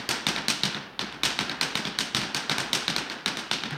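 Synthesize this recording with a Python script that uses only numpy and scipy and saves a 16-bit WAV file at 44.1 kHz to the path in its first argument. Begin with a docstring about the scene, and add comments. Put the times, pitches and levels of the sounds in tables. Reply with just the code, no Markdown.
"""Tap dance on a hard floor

A dancer in tap shoes steps and shuffles in a bare studio, a few metres from the microphone.
Each contact is a noise crack with a snap, damped plate and sole modes, and a floor thump of modes and noise.
The room answers with a diffuse tail, a noise cluster about 17 ms later and two delayed copies of the click.
Soft heel landings are damped sines; a quiet noise rumble lies underneath."""
import sys
import numpy as np
from scipy import signal
from scipy.fft import rfft, irfft, next_fast_len
from scipy.io import wavfile
from scipy.ndimage import map_coordinates

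SR = 44100
rng = np.random.default_rng(int(sys.argv[2]) if len(sys.argv) > 2 else 0)


def store_pcm(level_fs):
    """Save levels as 16-bit WAV."""
    pcm = np.round(np.clip(level_fs, -1, 1) * 32767).astype(np.int16)
    wavfile.write(sys.argv[1], SR, np.atleast_2d(pcm).T)


N = 166257
TIME_S = np.arange(SR) / SR

# studio rumble spectrum: (frequency [Hz], relative level [dB])
AIR_COLOUR = [(20, -26), (40, -21), (57, 12), (80, -7.5), (150, 6.5), (400, 1.5), (1000, -9.5), (3000, -9),
              (7000, -32), (16000, -32)]
AIR_DB = -50.5

# floor modes: (frequency [Hz], relative level [dB], t60 [s])
FLOOR_MODES = [(58, -14, .5), (145.1, -7.5, 0.45), (181, -7.5, 0.53), (206.1, 1, 0.51), (233.4, -4, 0.41),
               (292, -7.5, 0.45)]
FLOOR_DB, FLOOR_ATTACK_S = -6.5, 0.003
# floor thud spectrum: (frequency [Hz], relative level [dB])
THUD_COLOUR = [(30, -38), (60, -29), (100, -25), (135, 2.5), (220, -5), (320, -6), (550, -15), (1200, -42),
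               (4000, -70)]
THUD_DB, THUD_T60_S = 2, 0.13
# thud and its returns from the walls: (delay [s], relative level [dB])
THUMP_ECHOES = [(0, -3.5), (.014, -1.5), (.034, -1.5)]
BOOM_DB, BOOM_WIDTH_RATIO = 5.5, 0.2  # each spot of the floor booms at its own pitch

# clack as the room returns it: (frequency [Hz], relative level [dB])
CLACK_COLOUR = [(100, -31), (250, 4), (400, -1.5), (580, -5.5), (880, -0.5), (1150, -3), (1500, 1.5),
                (2100, -1), (2900, 1), (3900, 0), (5000, -1.5), (5800, -2.5), (7500, -13), (8600, -9.5),
                (10400, -23.5), (11900, -20), (16000, -34)]
# decay of the diffuse tail: (frequency [Hz], t60 [s])
ROOM_T60 = [(150, 0.8), (400, 0.89), (900, 1), (1600, 0.78), (4000, .6), (8000, 0.43), (15000, 0.27)]
TAIL_DB, TAIL_ONSET_S = -1, 0.0056
# extra colour of the first reflections: (frequency [Hz], gain [dB])
CLUSTER_COLOUR = [(200, -11.5), (800, -2), (2000, 0), (4000, 0.5), (9000, 1.5), (15000, -1)]
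CLUSTER_DB, CLUSTER_DELAY_S, CLUSTER_RISE_S, CLUSTER_T60_S = 4.5, 0.01685, 0.0021, 0.079
# narrow resonances of room and floor: (frequency [Hz], gain [dB])
ROOM_PEAKS = [(716, 1.5), (835, 0.5), (940, 0.5), (1385, 2), (1549, 2), (1652, 0), (2944, 3)]
ROOM_PEAK_HALF_WIDTH_HZ = 15.6
PLATE_ECHO_DB, PLATE_ECHO_WIDTH_RATIO = 1.5, 0.093  # plate pitch stands out in the room too
GRAIN_DB, GRAIN_PER_S = 1.5, 900  # reflections arrive in uneven bunches
STEADY_POWER_SHARE = 0.21  # part of the room's answer that is the same for every tap
# clear wall reflections of the click: (delay [s], level re click [dB])
WALLS = [(0.0181, -15.5), (0.022, -13)]
WALL_SCATTER_S = 0.00034  # the feet move about
# step before the start whose echo still hangs in the room: (time [s], level [dB])
EARLIER_STEP = (-.035, -33.5)

# soft heel landings: (time [s], level [dB])
HEELS = [(3.716, -27)]
HEEL_HZ, HEEL_ATTACK_S, HEEL_T60_S = 146, 0.0064, 0.28

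# metal plate modes: (ratio to plate pitch [-], relative level [dB], t60 [s])
PLATE_MODES = [(0.999, 0.5, 0.0084), (1.131, -7, 0.01), (.82, -11, 0.013), (1.42, -8, 0.0053),
               (2.27, -32, 0.0023), (3.4, -45, 0.0033)]
PLATE_DB, PLATE_ATTACK_S, MODE_SCATTER_DB = 12.5, 0.00087, 0.6
# crack spectrum: (frequency [Hz], relative level [dB])
CRACK_COLOUR = [(40, -40), (130, -12), (350, -28), (600, -1), (900, 3.5), (2300, 1.5), (4000, -1),
                (6000, 0.5), (7500, -8), (8700, -3.5), (10300, -17.5), (12000, -10), (16000, -28)]
CRACK_DB, CRACK_ATTACK_S, CRACK_T60_S = 2.5, 0.0013, 0.013
# instant when metal meets floor
SNAP_DB, SNAP_DELAY_S, SNAP_WIDTH_S, SNAP_HZ = -5.5, 0.000868, 0.00009, 8800
# hard sole modes: (frequency [Hz], relative level [dB], t60 [s])
SOLE_MODES = [(325, -9, 0.013), (874, -2.5, 0.0077), (1530, 2.5, 0.0048), (2250, 5, 0.005)]
SOLE_DB, SOLE_DELAY_S, SOLE_ATTACK_S = 0.5, 0.0011, 0.00049
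# taps: (time [s], click [dB], plate pitch [Hz], plate ring [dB], clack in the room [dB],
#        hollow knock [dB], brightness [dB], floor thump [dB], thump pitch [Hz])
TAPS = [(0.0901,-14,4590,-6.5,-26,2,3,-37,152), (0.2664,-15,3610,0,-26,1.5,0.5,-30,219),
        (0.3614,-19,3780,-4,-33.5,4.5,-6.5,-38,250), (0.4825,-14,4000,-3,-24,-3.5,2.5,-33.5,228),
        (0.6339,-16,3800,0.5,-26,-1,-2.5,-29.5,162), (0.7458,-24.5,3700,-0.5,-39.5,8,-9,-37.5,200),
        (0.992,-18.5,3620,-2.5,-31,2.5,-5.5,-33.5,210), (1.1246,-34.5,3430,-1,-46.5,9,-4.5,-42,240),
        (1.2333,-15,3750,0,-22.5,-2,1,-34,230), (1.3891,-16.5,3830,-3,-28.5,2.5,-3,-30.5,210),
        (1.4955,-21,3890,-2.5,-36.5,6,-5.5,-39.5,250), (1.6114,-14.5,4160,-2,-27,2.5,1,-35,176),
        (1.7536,-17,3740,-1.5,-29,2,0,-33.5,200), (1.8517,-21.5,3460,-1,-31.5,0,-7,-33.5,405),
        (1.9871,-17,3920,-0.5,-27,-1.5,2,-39,230), (2.1471,-16.5,3760,1.5,-24.5,-2,0,-29.5,172),
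        (2.2149,-23,4020,-6,-35.5,6,-5,-35.5,199), (2.346,-16.5,4520,-3,-28,1.5,1.5,-39,152),
        (2.4954,-16.5,3800,-1,-27,3,-2,-32,185), (2.5819,-18,3700,-4.5,-30,3,2,-34,207),
        (2.7307,-13.5,3810,-1.5,-24,-1.5,2.5,-33.5,249), (2.8797,-16.5,3800,0,-28,0.5,-3.5,-33.5,158),
        (2.9626,-18,4160,0,-29.5,3,-1,-36.5,199), (3.0984,-25,4210,-0.5,-35.5,5,-4,-44,250),
        (3.2595,-16,3790,-1,-29,3,-1.5,-35,170), (3.3702,-21,3650,-5.5,-33.5,2,-0.5,-42,250),
        (3.5125,-15,3600,-1.5,-25.5,-3,-4.5,-36.5,221), (3.6353,-19,3800,-7.5,-35,3,-10,-37,229),
        (3.7076,-26,3330,-14,-41.5,10,-6,-44,145)]

LOW_CUT_HZ, TOP_HZ = 48, 16300


def amp(db):
    """Amplitude factor of a level in dB."""
    return 10 ** (np.asarray(db) / 20)


def unit(x):
    """Scaled to rms 1."""
    return x / np.sqrt(np.mean(x ** 2) + 1e-20)


def along(points, hz):
    """Interpolate (Hz, value) points on a log frequency axis."""
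    f, v = np.transpose(points)
    return np.interp(np.log(hz + 1), np.log(f + 1), v)


def noise(colour_db, size=SR):
    """Noise of rms 1, its spectrum shaped by a function of Hz."""
    spectrum = rfft(rng.standard_normal(size))
    return unit(irfft(spectrum * amp(colour_db(np.fft.rfftfreq(size, 1 / SR))), size))


def strike(attack_s, t60_s, delay_s=0):
    """Envelope: smooth rise, then exponential fall."""
    t = np.maximum(TIME_S - delay_s, 0)
    return (1 - np.exp(-(t / attack_s) ** 2)) * amp(-60 * t / t60_s)


def add(track, start_s, sound):
    """Mix a sound into the track at a time."""
    i = round(start_s * SR)
    part = sound[max(-i, 0):len(track) - i]
    track[max(i, 0):][:len(part)] += part


def ring(modes, attack_s, pitch=1):
    """Sum of damped modes, each blow with slightly varied levels and fully random phases."""
    out = np.zeros(SR)
    for f, db, t60_s in modes:
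        level = amp(db + MODE_SCATTER_DB * rng.normal())
        phase = 2 * np.pi * (f * pitch * TIME_S + rng.random())
        out += level * strike(attack_s, t60_s) * np.sin(phase)
    return out


def shaped(x, colour_db):
    """One-second sound, its spectrum changed by a function of Hz."""
    hz = np.fft.rfftfreq(2 * SR, 1 / SR)
    return irfft(rfft(x, 2 * SR) * amp(colour_db(hz)))[:SR]


def tint(x, centre_hz, db, width_ratio):
    """Broad resonance lifting the sound by db at its centre; half-width as a share of the centre."""
    return shaped(x, lambda hz: db / (1 + ((hz / centre_hz - 1) / width_ratio) ** 2))


def touch(x, knock_db, bright_db):
    """How the foot lands sets the share of hollow knock and of treble."""
    balance = [(1700, knock_db), (3200, 0), (4400, 0), (7600, bright_db)]  # (Hz, dB)
    return shaped(x, lambda hz: along(balance, hz))


def studio_air():
    """Steady quiet rumble: coloured noise."""
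    return amp(AIR_DB) * noise(lambda hz: along(AIR_COLOUR, hz), size=N)


def reverberation():
    """Diffuse tail of a clack: noise decaying per frequency band, treble dying first."""
    source = noise(lambda hz: along(CLACK_COLOUR, hz))
    hz, t, bins = signal.stft(source, SR, nperseg=256)
    decay = amp(-60 * t / along(ROOM_T60, hz)[:, None])
    tail = signal.istft(bins * decay, SR, nperseg=256)[1][:SR]
    return amp(TAIL_DB) * tail * (1 - np.exp(-TIME_S / TAIL_ONSET_S))


def cluster():
    """Bright burst of first reflections: delayed, decaying noise."""
    scatter = noise(lambda hz: along(CLACK_COLOUR, hz) + along(CLUSTER_COLOUR, hz))
    return amp(CLUSTER_DB) * scatter * strike(CLUSTER_RISE_S, CLUSTER_T60_S, CLUSTER_DELAY_S)


def room_resonances(hz):
    """Fine colour of the room in dB: narrow peaks."""
    return sum(db / (1 + ((hz - f) / ROOM_PEAK_HALF_WIDTH_HZ) ** 2) for f, db in ROOM_PEAKS)


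def echo(steady, plate_hz):
    """Room's answer to one tap: partly the same each time, grainy, tinted by the plate."""
    fresh = cluster() + reverberation()
    mixed = np.sqrt(STEADY_POWER_SHARE) * steady + np.sqrt(1 - STEADY_POWER_SHARE) * fresh
    answer = shaped(mixed, room_resonances)
    grain = map_coordinates(rng.standard_normal(SR // 8), [TIME_S * GRAIN_PER_S], order=1)
    bunches = unit(amp(GRAIN_DB * grain))
    return tint(answer * bunches, plate_hz, PLATE_ECHO_DB, PLATE_ECHO_WIDTH_RATIO)


def thump(boom_hz):
    """Dancer's weight booms in the floor: ringing modes plus a thud that returns from the walls."""
    power = sum((amp(db) * strike(FLOOR_ATTACK_S, THUD_T60_S, delay_s)) ** 2
                for delay_s, db in THUMP_ECHOES)
    swell = np.sqrt(power)
    rumble = noise(lambda hz: along(THUD_COLOUR, hz))
    thud = swell * tint(rumble, boom_hz, BOOM_DB, BOOM_WIDTH_RATIO)
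    thud *= np.linalg.norm(swell) / np.linalg.norm(thud)  # energy set by the envelope
    return amp(FLOOR_DB) * ring(FLOOR_MODES, FLOOR_ATTACK_S) + amp(THUD_DB) * thud


def earlier_step():
    """Room answer and thump of a step made before the start."""
    room = touch(cluster() + reverberation(), knock_db=4, bright_db=-5.5)
    return room + amp(-6) * thump(boom_hz=200)


def heel():
    """Soft heel landing: a low damped sine."""
    return strike(HEEL_ATTACK_S, HEEL_T60_S) * np.sin(2 * np.pi * HEEL_HZ * TIME_S)


def crack():
    """Noise burst of the impact, its energy set by the envelope."""
    envelope = strike(CRACK_ATTACK_S, CRACK_T60_S)
    burst = noise(lambda hz: along(CRACK_COLOUR, hz)) * envelope
    return amp(CRACK_DB) * burst * np.linalg.norm(envelope) / np.linalg.norm(burst)


def snap():
    """Metal meets floor: a very short two-sided sine pulse."""
    t = TIME_S - SNAP_DELAY_S
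    return amp(SNAP_DB) * np.exp(-np.abs(t) / SNAP_WIDTH_S) * np.sin(2 * np.pi * SNAP_HZ * t)


def click(plate_hz, ring_db):
    """Shoe hits floor: crack and snap, a few cycles of the plate, then the knock of the sole."""
    plate = amp(PLATE_DB + ring_db) * ring(PLATE_MODES, PLATE_ATTACK_S, plate_hz)
    out = plate + crack() + snap()
    add(out, SOLE_DELAY_S, amp(SOLE_DB) * ring(SOLE_MODES, SOLE_ATTACK_S))
    return out


def dance():
    """Every tap with its echoes and thump, the heel landings and the earlier step."""
    out = np.zeros(N)
    steady = cluster() + reverberation()
    for s, click_db, plate_hz, ring_db, clack_db, knock_db, bright_db, thump_db, boom_hz in TAPS:
        direct = amp(click_db) * touch(click(plate_hz, ring_db), 0, bright_db)
        room = amp(clack_db) * touch(echo(steady, plate_hz), knock_db, bright_db)
        add(out, s, direct + room + amp(thump_db) * thump(boom_hz))
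        for delay_s, db in WALLS:
            add(out, s + delay_s + WALL_SCATTER_S * rng.normal(), amp(db) * direct)
    for s, db in HEELS:
        add(out, s, amp(db) * heel())
    s, db = EARLIER_STEP
    add(out, s, amp(db) * earlier_step())
    return out


def scene():
    """The dance over the quiet rumble of the studio, one channel."""
    return (studio_air() + dance())[None]


def record(dry):
    """Thin the deepest bass with a high-pass; keep nothing from the top limit up."""
    size = next_fast_len(N + SR // 2)
    hz = np.fft.rfftfreq(size, 1 / SR)
    low_cut = signal.butter(2, LOW_CUT_HZ, "high", fs=SR, output="sos")
    thinned = signal.sosfilt(low_cut, dry)
    return irfft(rfft(thinned, size) * (hz < TOP_HZ), size)[:, :N]


dry = scene()
out = record(dry)
store_pcm(out)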